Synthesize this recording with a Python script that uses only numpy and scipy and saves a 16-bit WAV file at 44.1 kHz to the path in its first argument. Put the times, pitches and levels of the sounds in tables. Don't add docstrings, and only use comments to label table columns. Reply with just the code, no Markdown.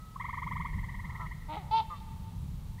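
import sys
import numpy as np
from scipy import signal
from scipy.fft import rfft, irfft
from scipy.io import wavfile

SR = 44100
rng = np.random.default_rng(int(sys.argv[2]) if len(sys.argv) > 2 else 0)


def wav_out(sig):
    wavfile.write(sys.argv[1], SR, np.round(np.clip(np.atleast_2d(sig).T, -1, 1) * 32767).astype(np.int16))


N = 123480


def amp(db):
    return 10 ** (np.asarray(db) / 20)


def unit(x):
    return x / np.sqrt(np.mean(x ** 2) + 1e-20)


def read(points, hz):
    point_hz, value = np.transpose(points)
    return np.interp(np.log(hz + 1), np.log(point_hz + 1), value)


def add(mix, s, sound):
    part = mix[max(round(s * SR), 0):][:len(sound)]
    part += sound[:len(part)]


def colour(x, points):
    hz = np.fft.rfftfreq(len(x), 1 / SR)
    return irfft(rfft(x) * amp(read(points, hz)), len(x))


def wander(size, hz):
    f = np.fft.rfftfreq(SR, 1 / SR)
    lowpass = np.exp(-(f / hz) ** 2)
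    return unit(irfft(rfft(rng.standard_normal(SR)) * lowpass))[:size]


# (frequency [Hz], relative density [dB])
RUMBLE_SPECTRUM = [(10, -37.5), (30, 3.5), (60, -0.5), (110, -3), (160, -3.5), (200, -10), (250, -23),
                   (330, -32), (500, -41.5), (1000, -58)]
# (time [s], level [dB])
RUMBLE_LEVEL = [(0, -46.5), (.17, -48.5), (.24, -43.5), (.42, -41.5), (.5, -34.5), (.68, -39.5),
                (.77, -33.5), (.84, -40), (1.18, -40), (1.5, -44.5), (1.72, -42), (1.95, -44.5),
                (2.22, -38), (2.31, -43), (2.42, -35), (2.6, -41.5)]
# (frequency [Hz], relative density [dB])
HISS_SPECTRUM = [(30, -38), (250, 14), (400, 13), (650, 9), (950, 16), (1500, 4.5), (2500, 4), (4000, 5.5),
                 (5000, 0.5), (6000, 0.5), (15000, -2)]
HISS_DB = -61


def background():
    level_db = np.interp(np.arange(N) / SR, *np.transpose(RUMBLE_LEVEL))
    rumble = amp(level_db) * unit(colour(rng.standard_normal(N), RUMBLE_SPECTRUM))
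    hiss = amp(HISS_DB) * unit(colour(rng.standard_normal(N), HISS_SPECTRUM))
    return rumble + hiss


NOTE_HZ, NOTE_DB = 1283, -54.5
UPPER_HZ, UPPER_DB = 1960, -17
FADE_DB_PER_S, FADE_DB_PER_S2 = 29, 27


def far_note():
    t, out = np.arange(SR) / SR, np.zeros(N)
    for hz, db in ((NOTE_HZ, 0), (UPPER_HZ, UPPER_DB)):
        waver = 1 + .25 * wander(SR, 35)
        note = waver * np.sin(2 * np.pi * hz * t + .6 * wander(SR, 35))
        level_db = NOTE_DB + db - FADE_DB_PER_S * t - FADE_DB_PER_S2 * t ** 2
        add(out, 0, unit(note) * amp(level_db))
    return out


def tail(t60s, build_s):
    hz, t, noise = signal.stft(rng.standard_normal(2 * SR), SR, nperseg=256)
    build = 1 - np.exp(-t / build_s)
    decay = amp(-60 * t / read(t60s, hz)[:, None])
    out = signal.istft(noise * build * decay, SR, nperseg=256)[1]
    return out / np.linalg.norm(out)


# (frequency [Hz], gain [dB])
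BRIGHT = (1300, 0), (1800, 9)


def scatter(x, t60s, build_s):
    return signal.fftconvolve(colour(x, BRIGHT), tail(t60s, build_s))[:N]


# (delay [s], level [dB])
BANK_ECHOES = [(0.201, -30), (0.341, -29.5), (.52, -30.5), (.98, -42.5)]


def banks(x):
    out = np.zeros(N)
    for k, (delay, db) in enumerate(BANK_ECHOES):
        returned = colour(x, BRIGHT) if k == 0 else x
        add(out, delay, amp(db) * returned)
    return out


TREBLE_HZ = 1800
VOICE_JITTER, ROUGH_JITTER = .0015, .025
LOW_LAG, CREAK_SWING = 4.36, 0.48
SHIMMER_DB, SHIMMER_HZ = 2, 70


def throat_response(throat):
    f = abs(np.fft.fftfreq(4096, 1 / SR))
    log_gain = np.log(amp(read(throat, f)))
    return np.fft.ifft(np.exp(np.conj(signal.hilbert(log_gain)))).real


def honk(curve, throat):
    times, *columns = np.transpose(curve)
    t = np.arange(times[0], times[-1], 1 / SR)
    hz, db, treble_db, creak, rough = (np.interp(t, times, c) for c in columns)
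    hz = hz * (1 + (VOICE_JITTER + ROUGH_JITTER * rough) * wander(len(t), 280))
    phase = 2 * np.pi * np.cumsum(hz) / SR
    cycle = (phase + 2 * np.pi) / 3
    phase = phase + CREAK_SWING * creak * np.sin(cycle)

    pulses = np.zeros(len(t))
    for k in range(1, int(8000 / hz.mean())):
        partial = np.cos(k * phase - LOW_LAG * np.log(k))
        if k * hz.mean() > TREBLE_HZ:
            partial = partial * amp(SHIMMER_DB * wander(len(t), SHIMMER_HZ))
        pulses += partial
    air = colour(rng.standard_normal(SR), [(900, 0.73), (2200, 12.4)])[:len(t)]
    drive = unit(pulses) + rough * air
    voice = unit(signal.fftconvolve(drive, throat_response(throat))[:len(t)])

    low = signal.sosfiltfilt(signal.butter(4, TREBLE_HZ, fs=SR, output="sos"), voice)
    treble = amp(treble_db) * (voice - low)
    rasp = 1 + 2 * creak * np.maximum(np.cos(cycle), 0) + rough * wander(len(t), 560)
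    ends = np.minimum(1, np.minimum(t - t[0], t[-1] - t) / 0.00098)
    out = np.zeros(N)
    add(out, t[0], (low + rasp * treble) * amp(db) * ends)
    return out


def far_honk(curve, throat, creak, rough):
    return honk([(s, hz, db, 0, creak, rough) for s, hz, db in curve], throat)


# (time [s], pitch [Hz], level [dB])
FAR_CALLS = [
    [(1.03, 150, -61), (1.2, 182.4, -51.5)],
    [(1.196, 327.4, -45), (1.211, 338.6, -39), (1.238, 326, -44), (1.268, 308.6, -51.5)],
]
# (frequency [Hz], gain [dB])
FAR_THROAT = [(160, -36), (490, -2), (680, -8), (820, 8), (990, 11.5), (1150, 14), (1320, 9.5), (1550, -17),
              (2100, -24), (6000, -38)]
# (time [s], pitch [Hz], level [dB])
ANSWER = [(1.899, 179.2, -52), (1.906, 177.3, -39.5), (1.94, 166.8, -43), (1.976, 160, -56)]
# (frequency [Hz], gain [dB])
ANSWER_THROAT = [(170, -60), (600, -10.5), (800, -30), (1040, 0), (1210, 9), (1420, -29), (1650, -24),
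                 (2000, -14.5), (2800, -67), (6000, -39)]


def far_geese():
    calls = sum(far_honk(call, FAR_THROAT, creak=.3, rough=.3) for call in FAR_CALLS)
    return calls + far_honk(ANSWER, ANSWER_THROAT, creak=0, rough=.15)


CHIRP_PEAK, CHIRP_JITTER = 0.67, 0.0043
SWEEP_CURVE = 2.025
OVERTONE_HZ, OVERTONE_WIDTH_HZ = (1963, 3294), 118


def chirp(peak_s, db, length, hz, rise, partials_db, shape):
    u = np.arange(0, length, 1 / SR) / length
    pitch = hz * (1 + rise * u ** SWEEP_CURVE) * (1 + CHIRP_JITTER * wander(len(u), 401))
    phase = 2 * np.pi * (np.cumsum(pitch) / SR + rng.random())
    ramp = np.interp(u, [0, CHIRP_PEAK, 1], [0, 1, 0])
    swell = np.sin(np.pi / 2 * ramp) ** shape
    gains = [1]
    for k, resonance_hz in enumerate(OVERTONE_HZ, 2):
        gains.append(1 / np.hypot(1, (k * pitch - resonance_hz) / OVERTONE_WIDTH_HZ))
    tone = sum(amp(d) * gains[k] * np.sin((k + 1) * phase) for k, d in enumerate(partials_db))
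    return peak_s - CHIRP_PEAK * length, np.sqrt(2) * amp(db) * swell * tone


# (time [s], level before partial gains [dB])
LOUD_CHIRPS = [(0.2108, -35), (.254, -35.5), (0.2969, -35.5), (0.342, -35.5), (0.3846, -35), (0.4305, -35),
               (0.4769, -34.5), (0.522, -34.5), (0.568, -35), (0.6103, -35), (0.659, -34.5)]
# (time [s], level before partial gains [dB])
SOFT_CHIRPS = [(0.696, -44.5), (0.742, -44.5), (.7928, -43), (0.844, -42), (.8962, -43.5), (0.9499, -43.5),
               (1.0007, -43), (1.052, -42.5), (1.105, -43), (1.1595, -43), (1.2146, -43.5), (1.2663, -43.5),
               (1.321, -43.5), (2.791, -56)]
LOUD_PARTIALS_DB = [-1, -7.5, -24]
SOFT_PARTIALS_DB = [-4.5, -0.5, -19.5]
LOUD_SHAPE, SOFT_SHAPE = 0.82, 0.72
LOUD_HZ, LOUD_RISE, LOUD_S = 924.6, 0.38, 0.021
SOFT_HZ, SOFT_RISE, SOFT_S = 902.2, 0.299, .02
PURE_RISE, SHORT_S = 0.12, 0.01
FIRST_S, FIRST_DB, FIRST_HZ = .165, -36.5, 1039
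LEAD_HZ, LEAD_ADVANCE_S, LEAD_DB = 1827, 0.0078, -47
SQUEAK_HZ, SQUEAK_DELAY_S, SQUEAK_S, SQUEAK_DB = 2039, .0125, 0.016, -46


def rattle():
    out = np.zeros(N)
    add(out, *chirp(FIRST_S, FIRST_DB, SHORT_S, FIRST_HZ, PURE_RISE, [0], LOUD_SHAPE))
    for s, db in LOUD_CHIRPS:
        add(out, *chirp(s - LEAD_ADVANCE_S, LEAD_DB, SHORT_S, LEAD_HZ, PURE_RISE, [0], SOFT_SHAPE))
        add(out, *chirp(s, db, LOUD_S, LOUD_HZ, LOUD_RISE, LOUD_PARTIALS_DB, LOUD_SHAPE))
        add(out, *chirp(s + SQUEAK_DELAY_S, SQUEAK_DB, SQUEAK_S, SQUEAK_HZ, PURE_RISE, [0], LOUD_SHAPE))
    for s, db in SOFT_CHIRPS:
        add(out, *chirp(s, db, SOFT_S, SOFT_HZ, SOFT_RISE, SOFT_PARTIALS_DB, SOFT_SHAPE))
    return out


# (time [s], pitch [Hz], level [dB], treble gain [dB], creak [0-1], roughness [0-1])
LOW_HONK = [(1.482, 300.8, -52, -13, 0.53, 0.1), (1.495, 301, -41.5, -11, 0.3, 0.1),
            (1.515, 309, -39, -9, 0.21, 0.3), (1.54, 308, -38.5, -5.5, 1, 0.1),
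            (1.558, 319, -38, -8, 0.95, 0.31), (1.567, 310, -51, -4, 0.8, 0.5)]
BREAK = [(1.562, 469, -65, 19.5, 0.0039, 0.19), (1.569, 408, -35.5, -16, 0, 0.43),
         (1.579, 433.3, -39, -5.5, 0, .25), (1.594, 396, -48, -3.5, 0.0048, 0.39),
         (1.628, 355, -50, -15, 0, 0.4)]
GRUNT = [(1.625, 286, -53, -13.5, 0.5, .7), (1.649, 293.4, -51.5, -24, 0.71, .7),
         (1.702, 279.4, -54, -30, 1, 0.45)]
# (frequency [Hz], gain [dB])
LOW_THROAT = [(305, -5.5), (450, -10), (615, -4), (780, 3), (920, 7.5), (1060, -10), (1250, -5.5),
              (1650, -21.5), (2100, -7), (2500, -13), (4000, -13), (5500, -40), (7000, -37)]
LOUD_HONK = [(1.709, 465, -42, -10.5, 0.076, .1), (1.713, 428.4, -32, 4.5, 0, 0.051),
             (1.742, 447.2, -23.5, -2, 0.014, 0.012), (1.776, 452, -27.5, 6, 0.02, 0.17),
             (1.8, 446.5, -25.5, -1, 0.074, 0.41), (1.809, 423, -30.5, -1.5, 0.066, 0.37),
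             (1.835, 467, -45.5, 3, 0, 0.22)]
# (frequency [Hz], gain [dB])
LOUD_THROAT = [(445, -23), (850, 3.5), (920, 7.5), (1340, -19), (1780, -33.5), (2230, -26.5), (2680, -23.5),
               (3570, -19), (4460, -25.5), (4900, -30), (5350, -42.5), (6300, -46), (8000, -95)]


def near_goose():
    low_call = sum(honk(part, LOW_THROAT) for part in (LOW_HONK, BREAK, GRUNT))
    return low_call + honk(LOUD_HONK, LOUD_THROAT)


# (frequency [Hz], T60 [s])
FOREST_T60 = [(900, 1.84), (2000, 1.87), (4000, 0.73)]
FOREST_BUILD_S, GOOSE_WET_DB, OTHERS_WET_DB = 0.053, -26, -21.5
NEAR_T60_S, NEAR_BUILD_S, NEAR_DB = 0.086, 0.0066, -13.5


def scene():
    floor, chirps = background(), rattle()
    goose, far = near_goose(), far_geese()
    near = amp(NEAR_DB) * scatter(chirps, [(1000, NEAR_T60_S)], NEAR_BUILD_S)
    into_forest = amp(GOOSE_WET_DB) * goose + amp(OTHERS_WET_DB) * (chirps + far)
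    forest = scatter(into_forest, FOREST_T60, FOREST_BUILD_S)
    return (floor + far_note() + far + chirps + near + goose + banks(goose) + forest)[None]


def record(dry):
    lowpass = signal.firwin(511, 15700, window=("kaiser", 9), fs=SR)
    return signal.oaconvolve(dry, lowpass[None], "same")


dry = scene()
out = record(dry)
wav_out(out)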